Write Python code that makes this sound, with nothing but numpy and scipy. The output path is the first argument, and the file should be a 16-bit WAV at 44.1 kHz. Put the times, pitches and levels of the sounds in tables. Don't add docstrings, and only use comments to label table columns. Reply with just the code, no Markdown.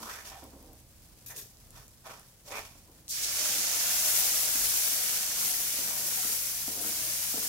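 import sys
import numpy as np
from scipy import signal
from scipy.fft import rfft, irfft, next_fast_len
from scipy.io import wavfile
from scipy.ndimage import map_coordinates

SR = 44100
rng = np.random.default_rng(int(sys.argv[2]) if len(sys.argv) > 2 else 0)


def inscribe(sig):
    pcm = np.round(np.clip(np.atleast_2d(sig).T, -1, 1) * 32767)
    wavfile.write(sys.argv[1], SR, pcm.astype(np.int16))


N = 330176
TIME = np.arange(N) / SR
TOP_HZ = 15800

# pitch_hz, level_db (per Hz)
STOVE_SPECTRUM = [(12, -32), (25, -14), (38, 2), (51, -4), (70, -9.5), (100, -4), (150, -9.5), (230, -6.5),
                  (320, -17.5), (420, -16.5), (540, -14.5), (1320, -29.5), (3000, -51), (6000, -56)]
# pitch_hz, width_hz, lift_db
ROOM_RESONANCES = [(38.2, 9, 3), (91.7, 8, 8), (104, 6.3, 3), (125.4, 12, 8), (176, 8.7, 7.5),
                   (318, 20, 10)]
# time_s, level_db
RUMBLE_LEVEL = [(0.15, -62), (0.49, -59), (0.99, -58), (1.79, -56.5), (1.89, -64), (4.64, -56.5),
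                (5.38, -64.5), (7.01, -61), (7.35, -68)]
# lower_hz, upper_hz
HUM_PITCHES = (68.2, 129.4)
# time_s, lower_rms_db, upper_rms_db
HUM_LEVELS = [(0, -65.5, -78), (0.55, -59, -76), (1.3, -70.5, -70), (2.5, -71, -68), (3.3, -62.5, -69.5),
              (5.4, -65.5, -68.5), (7.2, -61.5, -62)]

# pitch_hz, level_db (per Hz)
FRY_SPECTRUM = [(590, -30), (1000, -15), (1640, -23), (2140, -26), (4190, -6.5), (4700, -2), (11000, -2),
                (15800, -8.5)]
FRY_DB, DRYING_DB_PER_S = -53, 0.27
TURNED_DB, SETTLE_S = 12.5, 0.12
# time_s, peak_db (before echoes), pitch_hz
TICK_EVENTS = [(0.441, -35, 10000), (0.628, -37, 12000), (0.7324, -33, 14000), (1.282, -36, 9000),
               (1.3635, -29, 7500), (1.393, -33, 11000), (1.503, -41, 8770), (1.571, -41, 5550),
               (1.7065, -34, 9500), (1.881, -37, 9000), (2.068, -33, 7000), (2.115, -41, 5000),
               (2.196, -35, 12000), (2.286, -41, 10500), (2.515, -29, 5030), (2.573, -39, 4000),
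               (2.915, -39, 12500), (3.081, -28, 6000)]
TICK_T60_S, TICK_OCTAVES = 0.0043, 0.62
# start_s, rise_s, hold_s, level_db, jet_pitch_hz
SPIT_EVENTS = [(1.261, .001, .005, -41, 12800), (1.282, .003, .002, -46, 8700),
               (1.296, 0.008, .012, -47, 6450), (1.3612, .002, 0.0044, -39, 8800),
               (1.376, .003, 0.011, -44.5, 13000), (1.38, .01, 0.0046, -53, 12100),
               (1.405, .01, 0.017, -55, 6760)]
# pitch_hz, level_db (per Hz)
SPIT_SPECTRUM = [(710, -40), (1200, -30), (1710, -5), (2100, -23), (2500, 0), (3030, -14), (3600, -1.5),
                 (4300, -7), (5000, -3), (6670, -3.5), (13000, 1.5), (15800, -2.5)]
# pitch_hz, width_hz, lift_db
SLIT_RESONANCES = [(4400, 160, -2), (5870, 200, 6), (6700, 300, 8), (8800, 300, 1), (12100, 300, 3)]
JET_DB, JET_OCTAVES, SPIT_RELEASE_DB_PER_S = -10, 0.036, 600
PLOP_HZ, PLOP_OCTAVES, PLOP_DB, SOAK_S = 173, 0.59, -64, 2.2

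TILTED_S, GAP_DB, GAP_FADE_DB_PER_S = 4.04, -54.5, 17
GAP_HZ, GAP_OCTAVES_PER_S = 690, 0.2
# start_s, rise_s, hold_s, level_db, centre_hz
SEAR_EVENTS = [(3.3, .15, .55, -42, 6650)]
SEAR_OCTAVES, SEAR_DRIFT_OCTAVES, SEAR_RELEASE_DB_PER_S = 0.12, 0.05, 30

# start_s, length_s, level_db
DRAG_EVENTS = [(0.0, 0.02, -50.5), (0.06, 0.25, -65), (0.423, .03, -52), (0.525, 0.02, -53),
               (0.59, 0.14, -58.5), (2.49, .035, -66), (2.879, 0.016, -58), (3.408, .02, -57),
               (3.493, 0.11, -59), (4.56, .05, -61), (4.91, 0.086, -59), (5.375, 0.34, -57.5),
               (5.79, .015, -53), (5.82, 0.31, -58), (6.255, .06, -51), (6.686, 0.07, -51),
               (6.773, .07, -49), (6.843, 0.045, -47), (6.92, 0.16, -56.5), (7.352, 0.035, -47.5),
               (7.42, .06, -62)]
# pitch_hz, level_db (per Hz)
DRAG_SPECTRUM = [(90, -48), (150, -22), (205, -5), (310, -3), (400, -7), (460, -2), (600, -10.5),
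                 (1000, -11.5), (1400, -30), (2600, -37)]
DRAG_ATTACK_S, DRAG_RELEASE_DB_PER_S = 0.0014, 169
RUB_WIDTH_HZ, RUB_LIFT_DB = 11, 5.5
# start_s, end_s, pitch_hz, level_db (peak, around which it wobbles)
MOAN_EVENTS = [(0.294, 0.406, 795, -60), (6.16, 6.22, 746, -50), (6.76, 6.847, 708, -52),
               (6.92, 7.15, 649, -55)]
# start_s, rise_s, hold_s, level_db (scrape and hollow together),
# grit_relative_db (before a 2 dB lift), hollow_hz, glide_octaves_per_s, hollow_width_octaves,
# hollow_relative_db (against the scrape)
STROKE_EVENTS = [(-0.015, 0.043, 0.012, -49, 2, 1000, 2.5, 0.36, 2),
                 (0.04, 0.044, 0.07, -47, 0.5, 1190, 3, 0.24, -6),
                 (0.083, 0.029, 0.015, -49, -12, 1750, 6, 0.28, 7),
                 (0.228, 0.031, 0.012, -52, 4.5, 3010, -4, .3, -15),
                 (0.298, 0.018, 0.025, -50.5, -6, 810, -2.5, 0.19, -5),
                 (0.338, 0.022, 0.03, -54.5, -1.5, 820, 1.5, 0.16, -9),
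                 (0.518, .004, 0.017, -65.5, -16, 850, -4, .4, 17),
                 (0.584, .02, 0.14, -70, 1, 754, -0.5, 0.29, 15),
                 (1.293, 0.0073, 0.015, -53, -13, 1760, 3, 0.17, -5),
                 (1.339, .014, 0.049, -60.5, 8.5, 467, -5, 0.29, 1),
                 (1.707, 0.064, .008, -57.5, 0, 1340, 0, 0.35, -15),
                 (2.038, 0.037, 0.043, -47.5, -5, 870, 5, 0.45, -18),
                 (2.44, 0.045, .02, -57.5, 6.5, 550, -3, 0.33, -6),
                 (2.477, 0.029, 0.033, -47.5, -5.5, 540, 10, 0.61, -4),
                 (2.504, 0.014, 0.077, -46, -2.5, 2180, 1.5, 0.2, -3.5),
                 (2.626, 0.029, 0.007, -57.5, 4.5, 950, -2, 0.37, -8),
                 (5.827, 0.049, 0.17, -51.5, -9, 940, -4, 0.7, -14),
                 (6.222, 0.015, .025, -53.5, -5, 1350, 0, 0.12, -2),
                 (6.836, 0.0046, 0.0074, -51, -14, 1400, 3, 0.14, 6)]
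# pitch_hz, level_db (per Hz)
SCRAPE_SPECTRUM = [(200, -12.5), (360, -13), (550, -6.5), (800, -5), (1080, -4), (1700, -12), (2500, -10.5),
                   (2800, -9.5), (3400, -8), (4200, -9.5), (5500, -5), (9400, -11), (12000, -9),
                   (15800, -15)]
# pitch_hz, width_hz, lift_db
RASP_RESONANCES = [(454, 40, 2.5), (780, 110, 5), (1515, 120, 7), (1805, 110, 8.5), (2400, 160, 5),
                   (3600, 160, 2), (5860, 1200, 2)]
STROKE_RELEASE_DB_PER_S, GRIT_RELEASE_DB_PER_S = 151, 113
# time_s, level_db (peak of the tock, before echoes)
KNOCK_EVENTS = [(0.027, -45), (0.428, -45), (0.532, -49), (0.733, -51), (2.751, -50), (3.41, -48),
                (3.5, -49), (3.565, -48), (4.055, -42), (4.553, -37), (4.605, -43), (4.925, -46),
                (4.991, -44), (5.786, -36.5), (6.249, -39), (6.6806, -32), (6.845, -39), (7.3405, -32),
                (7.378, -45), (7.396, -44)]
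# pitch_hz, relative_db (before chance), t60_s (time to fade by 60 dB)
PAN_TONES = [(207, -6, .17), (222, -6, .15), (263, -1.5, 0.2), (308, 1.5, 0.17), (333, -1, 0.11),
             (382, -10.5, 0.18), (457, 0, 0.21), (535, 0, 0.17), (610, -7, .1), (724, 0, .07),
             (1040, -10, .06), (1387, 0, 0.11)]
# pitch_hz, relative_db, t60_s
BLADE_TONES = [(272, 0, .028), (680, -4.5, .028)]
CONTACT_S, PAN_RING_DB = 0.0012, -6

POUR_S = 3.083
# (finest bubbles, added to SPRAY_DB)
BOIL_LEVELS = [(3.11, -34, -4.5), (3.13, -35, -9), (3.16, -36.5, -4), (3.21, -38.5, -3), (3.24, -38.5, -2),
               (3.28, -36, -7), (3.34, -37, 0), (3.39, -33.5, -5), (3.47, -34, -2.5), (3.78, -34.5, -1.5),
               (4.13, -33, 2.5), (4.51, -35, 1.5), (4.64, -34, 2.5), (4.91, -35.5, 2.5), (5.13, -36, 1),
               (5.34, -37.5, -1.5), (5.4, -36, 2.5), (5.63, -38, 3), (5.77, -37.5, 1), (5.97, -39, 3),
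               (6.32, -37.5, 3.5), (6.43, -40.5, 4), (6.79, -42, 1.5), (6.82, -41.5, 4.5), (6.96, -38.5, 2),
               (7.48, -39.5, 2)]
# pitch_hz, level_db (per Hz)
SIZZLE_SPECTRUM = [(150, -30), (250, -25.5), (313, -12.5), (413, -21), (451, -12.5), (527, -13), (746, -12),
                   (918, -11), (1230, -12), (2190, -5.5), (3940, -2.5), (5880, 4), (8170, -0.5),
                   (12600, -3), (15800, -6.5)]
# pitch_hz, width_hz, lift_db
BOWL_RESONANCES = [(201.6, 42, 18), (468, 32, 4), (617, 28, 7), (740, 72, 4.5), (1440, 300, 3),
                   (2210, 69, 2.5), (5670, 150, -0.5)]
MIDDLE_DB, SPRAY_DB = 1.5, 4.5
LARGE_DB, POOL_S = -7, 0.068
LARGE_FADE_DB_PER_S = 0.3
DEEP_HZ, DEEP_POOL_S = 1310, 0.14
SPURT_S, SPURT_WIDTH_S, SPURT_DB = 3.24, 0.018, 7
WETTING_S = 0.026
RING_DB, RING_HZ, RING_OCTAVES, RING_CYCLES = -12, 3793, 0.803, 14

# pitch_hz, difference_db
PORT_DIFFERENCE = [(60, -3), (600, -1.5), (1500, -2.5), (1900, -4), (2250, -3), (2700, -2), (4200, -5),
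                   (5600, -9), (6700, -5), (8000, 0), (10000, 8), (12000, 10.5), (15500, 10)]


def amp(db):
    return 10 ** (np.asarray(db) / 20)


def unit(x):
    return x / np.sqrt(np.mean(x ** 2) + 1e-20)


def along(points, hz):
    table_hz, values = np.transpose(points)
    return np.interp(np.log(hz + 1), np.log(table_hz + 1), values)


def curves(rows):
    times, *columns = np.transpose(rows)
    return np.array([np.interp(TIME, times, column) for column in columns])


def wobble(rate):
    points = rng.standard_normal(int(N * rate / SR) + 4)
    return map_coordinates(points, [TIME * rate])


def push(start, rise, hold, release_db_per_s, t=TIME):
    age = t - start
    rising = np.clip(age / max(rise, 0.001), 0, 1)
    return rising * amp(-release_db_per_s * np.maximum(age - rise - hold, 0))


def after(start):
    first = max(round(start * SR), 0)
    return slice(first, first + SR // 2)


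def lift_db(peaks, hz):
    return sum(db / (1 + (2 * (hz - centre) / width) ** 2) for centre, width, db in peaks)


def coloured(x, gain):
    half = next_fast_len(N // 2 + SR // 8)
    hz = np.fft.rfftfreq(2 * half, 1 / SR)
    cepstrum = irfft(np.log(np.maximum(gain(hz), 1e-6)))
    cepstrum[1:half] *= 2
    cepstrum[half + 1:] = 0
    return irfft(rfft(x, 2 * half) * np.exp(rfft(cepstrum)))[..., :N]


def split(x, edge_hz, order=6):
    m = next_fast_len(N)
    hz = np.fft.rfftfreq(m, 1 / SR)
    low = irfft(rfft(x, m) / (1 + (hz / edge_hz) ** order), m)[..., :N]
    return low, x - low


def resonance(x, centre_hz, octaves):
    size = x.shape[1]
    hz, t, spectrum = signal.stft(x, SR, nperseg=1024)
    centre = np.interp(t, TIME[:size], centre_hz * np.ones(size))
    away = np.log2((hz[:, None] + 1) / centre) / octaves
    return unit(signal.istft(spectrum / (1 + away ** 4), SR, nperseg=1024)[1][:, :size])


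def grains(rate, spread_db, size=N):
    count = int(rate * size / SR)
    at = rng.integers(0, size, count)
    lag = np.round(rng.normal(0.00003, 0.00015, count) * SR).astype(int)
    strength = amp(spread_db * np.minimum(rng.exponential(size=count), 4.2))
    click = rng.choice([-1, 1], count) * strength
    left = np.bincount((at + lag) % size, click, size)
    right = np.bincount(at, click, size)
    return unit(np.array([left, right]))


def kitchen(x, wet_db, t60):
    t = TIME[:SR // 2]
    tail = grains(12000, 0.33, size=len(t)) * amp(-60 * t / t60) * (t > 0.001)
    tail = tail / np.linalg.norm(tail[0])
    echo = signal.fftconvolve(x * np.ones((2, 1)), tail, axes=1)[:, :x.shape[-1]]
    return (x + amp(wet_db) * echo) / np.hypot(1, amp(wet_db))


def shifting(x, wet_db, t60):
    out, hop = np.zeros((2, N + SR)), SR // 6
    for first in range(0, N, hop):
        piece = np.pad(x[:, first:first + hop], ((0, 0), (0, hop)))
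        piece = kitchen(piece, wet_db, t60)
        out[:, first:first + piece.shape[1]] += piece
    return out[:, :N]


def scattered(x, wet_db, t60):
    decay = amp(-60 * TIME[:SR // 2] / t60) ** 2
    energy = signal.fftconvolve(np.mean(x ** 2, axis=0), decay / decay.sum())[:N]
    haze = np.sqrt(np.abs(energy)) * grains(60000, 0)
    return (x + amp(wet_db) * haze) / np.hypot(1, amp(wet_db))


def stove():
    air = grains(20000, 0.98) + amp(-9.0) * rng.standard_normal((2, N))
    air = coloured(air, lambda hz: amp(along(STOVE_SPECTRUM, hz) + lift_db(ROOM_RESONANCES, hz)))
    deep, rush = split(air, 108)
    swell = amp(curves(RUMBLE_LEVEL)[0] - 3.0 + 2.1 * wobble(4.5))
    hum = np.zeros(N)
    for hz, db in zip(HUM_PITCHES, curves(HUM_LEVELS)):
        level = amp(db + 0.6 * wobble(1.5)) * np.sqrt(2)
        hum += level * np.sin(2 * np.pi * hz * TIME + 0.6 * wobble(1.5))
    return swell * unit(deep) + amp(-65.0 + wobble(3.26)) * unit(rush) + hum


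def paste():
    turned_db = TURNED_DB * np.exp(-TIME / SETTLE_S)
    frying_db = FRY_DB - DRYING_DB_PER_S * TIME + turned_db + 1.04 * wobble(23.96)
    crackle = coloured(grains(2600, 3.3), lambda hz: amp(along(FRY_SPECTRUM, hz)))
    return scattered(crackle * amp(frying_db), wet_db=3, t60=0.14)


def plops():
    soaked = np.clip((TIME - POUR_S) / SOAK_S, 0, 1)

    def dull(hz):
        return np.exp(-(np.log2((hz + 1) / PLOP_HZ) / PLOP_OCTAVES) ** 2)

    return amp(PLOP_DB) * soaked * unit(coloured(grains(300, 1.1), dull))


def ticks():
    out, t = np.zeros((2, N)), TIME[:2048]
    for s, db, hz in TICK_EVENTS:
        noise = rng.standard_normal((2, len(t)))
        tick = resonance(noise, hz, TICK_OCTAVES) * amp(-60 * t / TICK_T60_S)
        out[:, round(s * SR):][:, :len(t)] += amp(db) * tick / np.abs(tick).max()
    return kitchen(out, wet_db=-6, t60=0.15)


def spits():
    steam = scattered(grains(7000, 2), wet_db=-3, t60=0.03)
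    rasp = coloured(steam, lambda hz: amp(along(SPIT_SPECTRUM, hz) + lift_db(SLIT_RESONANCES, hz)))
    rasp = unit(rasp)
    out = np.zeros((2, N))
    for start, rise, hold, db, hz in SPIT_EVENTS:
        span = after(start)
        jet = amp(JET_DB) * resonance(steam[:, span], hz, JET_OCTAVES)
        puff = amp(db) * push(start, rise, hold, SPIT_RELEASE_DB_PER_S, TIME[span])
        out[:, span] += puff * (rasp[:, span] + jet)
    return kitchen(out * amp(1.2 * wobble(200)), wet_db=-4, t60=0.25)


def gurgle():
    since = TIME - TILTED_S
    gap_hz = GAP_HZ * 2 ** (GAP_OCTAVES_PER_S * since)
    level = amp(GAP_DB - GAP_FADE_DB_PER_S * np.abs(since) + 1.4 * wobble(30)) * (TIME > POUR_S)
    return level * resonance(grains(400, 1.4), gap_hz, octaves=0.2)


def sears():
    steam = scattered(grains(9000, 2), wet_db=-2, t60=0.1)
    out = np.zeros((2, N))
    for start, rise, hold, db, hz in SEAR_EVENTS:
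        drifting_hz = hz * 2 ** (SEAR_DRIFT_OCTAVES * wobble(7))
        band = resonance(steam, drifting_hz, SEAR_OCTAVES)
        out += amp(db) * push(start, rise, hold, SEAR_RELEASE_DB_PER_S) * band
    return out


def drags():
    modes = [(hz, RUB_WIDTH_HZ, RUB_LIFT_DB) for hz, _, _ in PAN_TONES]
    judder = coloured(grains(700, 1.4), lambda hz: amp(along(DRAG_SPECTRUM, hz) + lift_db(modes, hz)))
    pressure = np.zeros(N)
    for start, length, db in DRAG_EVENTS:
        force = amp(db) * push(start, DRAG_ATTACK_S, length, DRAG_RELEASE_DB_PER_S)
        pressure = np.maximum(pressure, force)
    sound = pressure * amp(-1 + 1.5 * wobble(35)) * unit(judder)
    for start, end, hz, db in MOAN_EVENTS:
        swell = np.sin(np.pi * np.clip((TIME - start) / (end - start), 0, 1))
        unsteady_hz = hz * (1 + 0.0175 * wobble(120))
        phase = 2 * np.pi * np.cumsum(unsteady_hz) / SR
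        sound = sound + amp(db + 1.7 * wobble(55)) * swell * np.sin(phase)
    return shifting(sound, wet_db=-7, t60=0.22)


def strokes():
    slips = grains(2400, 2.3) * amp(1.6 * wobble(130))
    slips = scattered(slips, wet_db=-4, t60=0.04)
    scrape, grit, hollow = np.zeros(N), np.zeros(N), np.zeros((2, N))
    for start, rise, hold, db, grit_db, hz, glide, octaves, ring_db in STROKE_EVENTS:
        span = after(start)
        t = TIME[span]
        force = amp(db) * push(start, rise, hold, STROKE_RELEASE_DB_PER_S, t) / np.hypot(1, amp(ring_db))
        scrape[span] = np.maximum(scrape[span], force)
        grit_force = amp(db + grit_db) * push(start, rise, hold, GRIT_RELEASE_DB_PER_S, t)
        grit[span] = np.maximum(grit[span], grit_force)
        hollow_hz = hz * 2 ** (glide * np.clip(t - start, 0, rise + hold))
        hollow[:, span] += force * amp(ring_db) * resonance(slips[:, span], hollow_hz, octaves)
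    rasp = coloured(slips, lambda hz: amp(along(SCRAPE_SPECTRUM, hz) + lift_db(RASP_RESONANCES, hz)))
    coarse, fine = split(rasp, 3000)
    sound = amp(1.2 * wobble(60)) * (scrape * unit(coarse) + hollow)
    sound = sound + amp(2.0 + wobble(80)) * grit * unit(fine)
    return kitchen(sound, wet_db=-6, t60=0.14)


def knocks():
    out, t = np.zeros(N + SR), TIME[:SR // 2]
    hz, level, t60 = np.transpose(PAN_TONES)[:, :, None]
    tock = sum(amp(db - 60 * t / life) * np.sin(2 * np.pi * f * t) for f, db, life in BLADE_TONES)
    tock = tock * (1 - np.exp(-t / CONTACT_S))
    tock = tock / np.abs(tock).max()
    for s, db in KNOCK_EVENTS:
        strength, detune = rng.standard_normal((2, len(PAN_TONES), 1))
        fade = amp(level + 2 * strength - 60 * t / t60)
        tones = fade * np.sin(2 * np.pi * hz * (1 + 0.0097 * detune) * t)
        ring = (np.sign(detune) * tones).sum(0)
        ring = amp(PAN_RING_DB) * ring / np.abs(ring).max()
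        out[round(s * SR):][:len(t)] += amp(db) * (tock + ring)
    return kitchen(out[:N], wet_db=-7, t60=0.28)


def short_rings(count):
    t = TIME[:256]
    at = rng.integers(0, N, (count, 1)) + np.arange(len(t))
    hz = np.minimum(RING_HZ * 2 ** (RING_OCTAVES * rng.standard_normal((count, 1))), TOP_HZ)
    size = amp(2.5 * np.minimum(rng.exponential(size=(count, 1)), 4))
    fade = np.exp(-hz * t / RING_CYCLES) * (1 - t / t[-1])
    rings = size * np.sin(2 * np.pi * hz * t) * fade
    sides = rng.uniform(-1.12, 1, (2, count, 1))
    return unit(np.array([np.bincount(at.ravel(), (rings * side).ravel(), N)[:N] for side in sides]))


def milk():
    age = np.maximum(TIME - POUR_S, 0)
    vigour_db, spray_db = curves(BOIL_LEVELS)
    pool = 1 - np.exp(-(age / POOL_S) ** 2)
    deep_pool = 1 - np.exp(-(age / DEEP_POOL_S) ** 2)
    spurt_db = SPURT_DB * np.exp(-((TIME - SPURT_S) / SPURT_WIDTH_S) ** 2)
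    bursts = grains(14000, 2.35) * amp(0.45 * wobble(55))
    bursts = scattered(bursts, wet_db=-1.0, t60=0.15)
    sizzle = coloured(bursts, lambda hz: amp(along(SIZZLE_SPECTRUM, hz) + lift_db(BOWL_RESONANCES, hz)))
    large, small = split(sizzle, 3300)
    middle, spray = split(small, 9520)
    largest, large = split(unit(shifting(large, wet_db=-5, t60=0.12)), DEEP_HZ)
    large_level = amp(LARGE_DB - LARGE_FADE_DB_PER_S * age + 0.44 * wobble(60))
    large = large_level * (deep_pool * largest + pool * large)
    middle = unit(shifting(middle, wet_db=-8.5, t60=0.066))
    middle = amp(MIDDLE_DB + spurt_db + 0.29 * wobble(70)) * middle
    spray = amp(SPRAY_DB + spray_db + 0.34 * wobble(50)) * unit(spray)
    ringing = amp(RING_DB + spurt_db) * pool * short_rings(count=7000)
    wetted = 1 - np.exp(-age / WETTING_S)
    return wetted * amp(vigour_db) * (large + middle + spray + ringing)


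def scene():
    background = stove() + paste() + plops() + ticks() + spits()
    spatula = drags() + strokes() + knocks()
    return background + gurgle() + sears() + spatula + milk()


def record(dry):
    m = next_fast_len(N + SR // 4)
    hz = np.fft.rfftfreq(m, 1 / SR)
    ports = amp(np.outer([1, -1], along(PORT_DIFFERENCE, hz)) / 2)
    ports = ports / np.sqrt(np.mean(ports ** 2, axis=0))
    return irfft(rfft(dry, m) * ports * (hz < TOP_HZ), m)[:, :N]


dry = scene()
out = record(dry)
inscribe(out)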